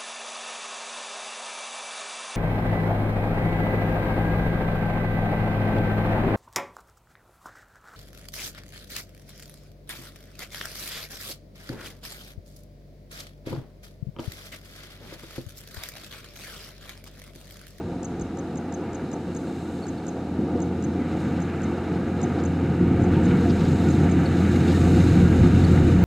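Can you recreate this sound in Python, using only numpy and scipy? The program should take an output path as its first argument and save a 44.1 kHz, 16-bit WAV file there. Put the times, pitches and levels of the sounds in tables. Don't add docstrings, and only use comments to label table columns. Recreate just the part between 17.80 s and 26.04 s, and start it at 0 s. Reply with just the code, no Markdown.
import sys
import numpy as np
from scipy import signal
from scipy.fft import rfft, irfft
from scipy.io import wavfile

SR = 44100
rng = np.random.default_rng(int(sys.argv[2]) if len(sys.argv) > 2 else 0)


def transcribe(signal):
    frames = np.atleast_2d(signal).T
    limited = np.clip(frames, -1, 1)
    pcm = np.round(limited * 32767).astype(np.int16)
    wavfile.write(sys.argv[1], SR, pcm)


N = 363384
TIME = np.arange(N) / SR
FREQS = np.maximum(np.arange(N // 2 + 1) * SR / N, 1)
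START_M, DRIVE_M_PER_S = 33, 0.65

# (time [s], firing rate [Hz])
FIRING_RATE = [(0, 85.3), (.35, 85.5), (.9, 87.1), (2.4, 86.4), (3.4, 86.5), (4.25, 87.1), (4.75, 86.3),
               (5.4, 87.2), (6.1, 86.6), (6.65, 87), (7.5, 87.2), (8.1, 86.6)]
# (multiple of the firing rate, level [dB])
ENGINE_ORDERS = [(1, -0.5), (1.5, -12.5), (2, -7.5), (3, -13.5), (4, -17.5), (5, -21), (6, -24), (8, -32)]
# (time [s], track step [dB], exhaust step [dB], drumming step [dB])
BASS_STEPS = [(2.5, 1, 6.5, 4), (4.5, 2.5, 4.5, 1.45), (5.0, 12.5, 2.5, 3.5), (6.0, -2.5, 1.5, -0.5),
              (7.0, 13.5, 3.5, 0)]
# (multiple of the blade or bar rate, level [dB])
FAN_HUM = [(1, -11.5), (2, -15)]
BAR_GROWL = [(2, -22), (3, -21), (4, -15.5), (5, -25.5), (6, -22.5), (9, -35)]
# (frequency [Hz], width [Hz], gain [dB])
PANEL_MODES = [(269, 15, 0.5), (302.4, 93, 3), (349, 16, 2.5), (457, 19, 1.5), (533, 30, 3), (715, 27, 1)]
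STEEL_MODES = [(720, 22, -9.5), (1250, 32, -13), (1460, 18, -2), (1630, 40, -5), (2220, 65, -5.5),
               (2710, 37, -10.5)]
# (frequency [Hz], width [Hz], gain [dB])
GROUND_ECHO_PEAKS = [(6200, 350, 4), (7630, 400, 3.5), (8900, 450, 5.5), (10250, 500, 3), (11400, 450, 4.5),
                     (12500, 400, 4)]
# (frequency [Hz], width [Hz], gain [dB])
FIELD_DIPS = [(584, 35, -9.5), (1055.5, 100, -15)]
# (frequency [Hz], relative side level [dB])
STEREO_WIDTH = [(40, -20), (150, -59), (500, -19), (1500, -16.5), (8000, -26)]
# (frequency [Hz], relative density [dB])
BODY_COLOUR = [(70, -7), (100, -6.5), (140, 2.5), (260, 1), (340, -6), (400, -10), (500, -16.5)]
TRACK_COLOUR = [(15, -30), (30, 7), (42, 13), (52, 10.5), (75, 12.5), (110, 18.5), (200, -13)]
SIEVE_COLOUR = [(330, -8), (410, -5), (540, -3), (600, -10), (700, -4), (830, -7.5), (980, -9.5),
                (1200, -15)]
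CHAIN_COLOUR = [(950, 1.5), (1150, 5.5), (1300, 4), (1600, 0), (1850, -6), (2400, -8.5), (2550, -13.5),
                (2900, -13), (3250, -21)]
KNIFE_COLOUR = [(2800, -2), (3300, -11.5), (3680, 1), (4300, -3), (4520, -11.5), (4750, -7.5), (5250, -8.5),
                (5900, -15), (6500, -18), (8000, -16)]
STRAW_COLOUR = [(5000, -23), (5950, -5), (6150, 3), (6850, 7.5), (7000, 3.5), (7600, 2), (8350, -5.5),
                (8700, -6.5), (9600, -7), (11000, -11.5), (12800, -12), (14500, -15), (15500, -24)]
AIR_COLOUR = [(700, -17), (1700, 4), (4000, -0.5), (7000, -8), (10000, -12), (14000, -22), (15500, -25)]
SWISH_COLOUR = [(6200, -3), (7600, 1.5), (9000, -6), (12000, -15), (15000, -15)]
# (time [s], half-width [s], gain [dB])
CROP_WADS = [(2.62, 0.025, 4.5), (2.76, 0.011, 9.5), (3.19, 0.013, 3.5), (3.55, 0.075, 2),
             (5.055, 0.013, 2), (5.22, 0.021, 1), (5.37, 0.0064, 4.5), (5.46, 0.057, 3), (6.17, 0.088, 1.5),
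             (7.18, 0.073, 4), (7.39, .05, 1.5)]
THRESHER_LULLS = [(3.8, 0.038, -5), (4.02, 0.064, -3.5), (4.75, 0.055, -4.5), (5.12, .04, -1.5),
                  (6.48, 0.053, -3), (7.55, .05, -1), (7.86, .05, -2)]
TRACK_BUMPS = [(.07, 0.088, 10), (.42, 0.079, 12), (5.38, .15, 5), (5.93, 0.07, 4), (7.19, 0.062, 1),
               (7.62, 0.041, 5.5)]
GRAIN_HEAPS = [(1.02, 0.38, 2.5), (2.76, 0.13, 3), (3.88, 0.27, 2), (4.38, 0.19, 2), (6.25, 0.083, 2)]
THICK_CROP = [(1.82, 0.41, 3.5), (3.42, 0.27, 5.5), (4.04, 0.2, 3.5), (4.6, 0.32, 3), (5.74, 0.45, 4),
              (7.06, 0.38, 6.5), (7.85, 0.23, 3.5)]
# (time [s], level [dB])
CHAIN_LEVEL = [(0.1, -52.5), (1.2, -46.5), (1.29, -49), (2.32, -51), (3.1, -47), (3.25, -43.5), (3.7, -42),
               (4.41, -44), (4.45, -41), (4.76, -43.5), (5.5, -39), (6.02, -41), (6.38, -38.5),
               (7.21, -37.5), (8.15, -39.5)]
# (time [s], relative level [dB], settled pitch [Hz])
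CHIRPS = [(.2304, -44.5, 6340), (.3965, -48, 6360), (.5715, -51.5, 6300), (.7568, -50.5, 6360),
          (.9238, -48, 6250), (1.1313, -50, 6370), (1.3154, -50.5, 6240), (1.5489, -47.5, 6440),
          (2.0672, -49.5, 6510), (2.2667, -46.5, 6430), (2.803, -47.5, 6360), (3.024, -48, 6330),
          (3.6027, -51, 6370), (3.8182, -50.5, 6400), (4.4149, -44, 6400), (4.6369, -47, 6380),
          (5.221, -53, 6450), (5.4375, -50, 6490), (6.0876, -47, 6500), (6.2976, -47, 6480)]
PIPS = [(2.021, -51, 4380), (2.035, -46.5, 4330), (2.178, -54, 4350), (6.456, -39.5, 4330),
        (7.843, -40, 4400)]
SQUEAKS = [(3.213, -43, 1990)]
# (time into the sound [s], nominal pitch [Hz], relative level [dB])
FLICK_GLIDE = [(-.0005, 5000, -18), (.001, 7140, 6.5), (.0025, 7200, -2), (.0042, 4600, -3)]
NOTE_GLIDE = [(.0143, 5360, -2), (.016, 7900, 2), (0.018, 6670, -0.5), (.022, 6490, 4), (.029, 6350, -4),
              (.031, 6300, -26)]
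PIP_GLIDE = [(0, 4170, -25), (.004, 4420, 6), (.009, 4400, -0.5), (.016, 4350, -14)]
SQUEAK_GLIDE = [(0, 1970, -18), (.006, 2005, 1), (.014, 2030, -5), (.024, 2000, -20)]
# (time [s], left minus right [dB])
BIRD_PAN = [(0, 4), (2.3, 2), (3.8, 0), (6.1, -1)]
# (time [s], relative level [dB], ringing pitch [Hz])
CLINKS = [(.912, -31, 704), (1.08, -51, 2140), (2.738, -37, 695), (4.43, -28, 733), (5.192, -28, 695),
          (5.26, -28, 710), (5.362, -29, 915), (5.652, -24, 694), (6.935, -34, 1820), (7.166, -26, 720),
          (7.325, -25, 700), (7.444, -28, 1416)]
# (time [s], half-width [s], level [dB])
SWISHES = [(1.8, 0.41, -63), (7.083, .22, -55.5)]
# (time [s], half-width [s], level [dB], band centre [Hz])
CRUNCHES = [(3.41, .025, -61, 6800), (4.598, .014, -52, 3960), (5.353, 0.017, -46, 2700),
            (5.51, 0.013, -43, 2500), (5.705, .013, -41.5, 3780), (5.815, 0.018, -47, 3700),
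            (5.855, .014, -47, 3800), (6.904, 0.027, -43.5, 3580)]


def from_db(db):
    return 10 ** (np.asarray(db) / 20)


def rms_one(x):
    return x / np.sqrt(np.mean(x ** 2) + 1e-20)


def in_time(rows, t=TIME):
    times, *columns = np.transpose(rows)
    return [np.interp(t, times, column) for column in columns]


def spectrum_db(points):
    hz, db = np.transpose(points)
    octaves_out = np.abs(np.log2(FREQS / np.clip(FREQS, hz[0], hz[-1])))
    return np.interp(np.log(FREQS), np.log(hz), db) - 30 * octaves_out


def bells_db(rows):
    return sum(db / (1 + (2 * (FREQS - hz) / width) ** 2) for hz, width, db in rows)


def swells_db(rows):
    return sum(db * np.exp(-((TIME - s) / half_width) ** 2) for s, half_width, db in rows)


def rise(at_s, length_s):
    return .5 + .5 * np.tanh(2 * (TIME - at_s) / length_s)


def approach(far_db, near_db):
    closer = np.log(START_M / np.maximum(START_M - DRIVE_M_PER_S * TIME, 1))
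    return far_db + (near_db - far_db) * closer / closer[-1]


def drift(rate_hz):
    return rms_one(irfft(rfft(rng.standard_normal(N)) / (1 + (FREQS / rate_hz) ** 2), N))


def angle(hz):
    return 2 * np.pi * np.cumsum(hz) / SR


def impacts(per_s, spread_db):
    sizes_db = spread_db * np.minimum(rng.exponential(1, (2, N)), 4)
    signs = rng.choice([-1, 1], (2, N))
    struck = rng.random((2, N)) < per_s / SR
    return rms_one(from_db(sizes_db) * signs * struck)


def radiate(blows, colour, peaks=PANEL_MODES):
    mid, side = rfft(blows) * from_db(spectrum_db(colour) + bells_db(peaks) + bells_db(FIELD_DIPS))
    mid, side = irfft(np.array([mid, side * from_db(spectrum_db(STEREO_WIDTH))]), N)
    side = side * from_db(approach(-33, 3))
    return rms_one(np.array([mid + side, mid - side]))


def tilt(x, pivot_hz, bass_db):
    bass = signal.sosfiltfilt(signal.butter(2, pivot_hz, fs=SR, output="sos"), x)
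    return from_db(bass_db / 2) * bass + from_db(-bass_db / 2) * (x - bass)


def tones(rate_hz, orders, waver_db, wobble_rad, waver_hz):
    out = 0
    for multiple, db in orders:
        unsteady = np.sqrt(multiple)
        wobble = wobble_rad * unsteady * drift(waver_hz)
        phase = multiple * angle(rate_hz) + wobble + rng.uniform(0, 2 * np.pi)
        level_db = db + waver_db * unsteady * drift(waver_hz)
        out = out + from_db(level_db) * np.sqrt(2) * np.sin(phase)
    return out


def whistle(calls, glide, octave_db):
    out = np.zeros(N)
    t = np.arange(glide[0][0], glide[-1][0], 1 / SR)
    hz, glide_db = in_time(glide, t)
    nominal_hz = hz[-len(t) // 2:].mean()
    bend = np.minimum(np.linspace(0, 2, len(t)), 1)
    for s, db, settled_hz in calls:
        start = round((s + t[0]) * SR)
        phase = angle(hz * (settled_hz / nominal_hz) ** bend)
        tone = np.sin(phase) + from_db(octave_db) * np.sin(2 * phase)
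        out[start:start + len(t)] += from_db(db + glide_db) * tone
    return out


def diesel(firing_hz, step_db):
    level_db = approach(far_db=-43.5, near_db=-38.5) + step_db + 0.21 * drift(6.7)
    return from_db(level_db) * tones(firing_hz, ENGINE_ORDERS, waver_db=.75, wobble_rad=.1, waver_hz=5)


def thresher(firing_hz, step_db):
    level_db = approach(far_db=-32.5, near_db=-25.5) + step_db + 0.4 * drift(23)
    level_db += swells_db(CROP_WADS) + swells_db(THRESHER_LULLS)
    blade_hz, bar_hz = 2.043 * firing_hz, .909 * firing_hz
    puffs = from_db(1.47 * np.cos(angle(firing_hz)) + 0.85 * np.cos(angle(firing_hz / 2)))
    drumming = from_db(-1.5) * radiate(impacts(per_s=5000, spread_db=1.5) * puffs, BODY_COLOUR)
    hum = tones(blade_hz, FAN_HUM, waver_db=1.8, wobble_rad=.24, waver_hz=3)
    growl = tones(bar_hz, BAR_GROWL, waver_db=1.2, wobble_rad=.35, waver_hz=3)
    boom_db = approach(far_db=-8.5, near_db=6.0)
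    return from_db(level_db) * tilt(drumming + hum + growl, pivot_hz=221, bass_db=boom_db)


def tracks(step_db):
    level_db = approach(far_db=-51.0, near_db=-54.0) + step_db + swells_db(TRACK_BUMPS) + 1.2 * drift(4.4)
    return from_db(level_db) * radiate(impacts(per_s=1400, spread_db=4.0), TRACK_COLOUR)


def sieves(shake, step_db):
    level_db = approach(far_db=-40.93, near_db=-36.43) + step_db + swells_db(GRAIN_HEAPS) + .5 * drift(12)
    grains = impacts(per_s=3000, spread_db=1.83) * from_db(0.32 * shake + 0.86 * drift(5.1))
    return from_db(level_db) * radiate(grains, SIEVE_COLOUR)


def chains(shake):
    level_db, = in_time(CHAIN_LEVEL)
    knocks = impacts(per_s=9000, spread_db=2.5) * from_db(0.37 * shake + .5 * drift(14))
    bass_db = approach(far_db=-3.0, near_db=-13.5)
    links = tilt(radiate(knocks, CHAIN_COLOUR), pivot_hz=1530, bass_db=bass_db)
    return from_db(level_db - 0.98) * (links + from_db(-10) * loose_steel(knocks_per_s=14))


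def loose_steel(knocks_per_s):
    out = 0
    for hz, width, db in STEEL_MODES:
        knocks = rng.uniform(0.34, 1, N) * (rng.random(N) < knocks_per_s / SR)
        ringing = irfft(rfft(knocks) / (1 + 1j * hz / width * (FREQS / hz - hz / FREQS)), N)
        out = out + from_db(db) * rms_one(ringing)
    return rms_one(out)


def cutter(stroke_hz):
    clear = rise(at_s=5.45, length_s=0.99)
    thick_db = swells_db(THICK_CROP)
    knife_db = approach(far_db=-61.5, near_db=-55.5) + 6.9 * clear + 0.91 * thick_db
    straw_db = approach(far_db=-69.5, near_db=-64.0) + 9.8 * clear + thick_db
    stroke = np.cos(angle(stroke_hz))
    bunches_db = .8 * drift(7)
    snaps_db = 0.25 * stroke + 0.96 * drift(13) + bunches_db / 2
    knife = radiate(impacts(per_s=22000, spread_db=4.0) * from_db(snaps_db), KNIFE_COLOUR)
    rustle = impacts(per_s=27000, spread_db=2.0) * from_db(stroke + 0.36 * drift(14) + bunches_db)
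    straw = radiate(rustle, STRAW_COLOUR, GROUND_ECHO_PEAKS)
    return from_db(knife_db) * knife + from_db(straw_db) * straw


def air(level_db):
    spectrum = rfft(rng.standard_normal((2, N))) * from_db(spectrum_db(AIR_COLOUR))
    return from_db(level_db) * rms_one(irfft(spectrum, N))


def birds(left_lag_s):
    chirps = from_db(5.0) * sum(whistle(CHIRPS, part, octave_db=-41) for part in (FLICK_GLIDE, NOTE_GLIDE))
    late = irfft(rfft(chirps) * np.exp(-2j * np.pi * FREQS * left_lag_s), N)
    pan_db, = in_time(BIRD_PAN)
    near_bird = np.array([late * from_db(pan_db / 2), chirps * from_db(-pan_db / 2)])
    return near_bird + whistle(PIPS, PIP_GLIDE, octave_db=-16)


def crop_scatter(x, level_db, t60_s):
    t = TIME[:SR // 2]
    tail = rng.standard_normal((2, len(t))) * from_db(-60 * t / t60_s)
    tail /= np.sqrt(np.sum(tail ** 2, axis=1, keepdims=True))
    return x + from_db(level_db) * signal.fftconvolve(x, tail, axes=1)[:, :N]


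def clinks(t60_s, attack_s):
    out, t = np.zeros(N), TIME[:SR // 4]
    envelope = (1 - np.exp(-t / attack_s)) * from_db(-60 * t / t60_s)
    envelope /= envelope.max()
    for s, db, hz in CLINKS:
        start = round(s * SR)
        out[start:start + len(t)] += from_db(db - 4.5) * envelope * np.sin(2 * np.pi * hz * t)
    return out


def swishes():
    level = sum(from_db(db) * np.exp(-((TIME - s) / half_width) ** 2) for s, half_width, db in SWISHES)
    scrapes = impacts(per_s=9000, spread_db=4.0) * from_db(.6 * drift(21))
    return level * radiate(scrapes, SWISH_COLOUR, GROUND_ECHO_PEAKS)


def bearing():
    return whistle(SQUEAKS, SQUEAK_GLIDE, octave_db=-25)


def crunches(snaps_per_s, half_band_octaves):
    out, t = np.zeros(N), TIME[:SR // 5]
    hz = np.maximum(np.arange(len(t) // 2 + 1) * SR / len(t), 1)
    for s, half_width, db, centre_hz in CRUNCHES:
        snaps = rng.standard_normal(len(t)) * (rng.random(len(t)) < snaps_per_s / SR)
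        band = 1 / (1 + (np.log2(hz / centre_hz) / half_band_octaves) ** 4)
        burst = rms_one(irfft(rfft(snaps) * band, len(t)))
        envelope = np.exp(-((t - t.mean()) / half_width) ** 2)
        start = round((s - t.mean()) * SR)
        out[start:start + len(t)] += from_db(db) * burst * envelope
    return out


def scene():
    firing_hz, = in_time(FIRING_RATE)
    pace = firing_hz / firing_hz.mean()
    shake = np.cos(angle(hz=8.9 * pace))
    steps_db = sum(np.outer(gains_db, rise(s, length_s=.03)) for s, *gains_db in BASS_STEPS)
    rumble_db, drone_db, drumming_db = steps_db
    combine = diesel(firing_hz, drone_db) + thresher(firing_hz, drumming_db) + tracks(rumble_db)
    combine += sieves(shake, 0.34 * drumming_db) + chains(shake) + cutter(stroke_hz=25.0 * pace)
    combine += clinks(t60_s=0.11, attack_s=.016) + swishes() + bearing()
    combine += crunches(snaps_per_s=5000, half_band_octaves=.55)
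    calls = crop_scatter(birds(left_lag_s=.000035), level_db=-13, t60_s=.4)
    return combine + calls + air(level_db=-58.0)


def record(dry):
    return signal.sosfiltfilt(signal.ellip(10, .05, 70, 15650, fs=SR, output="sos"), dry)


dry = scene()
out = record(dry)
transcribe(out)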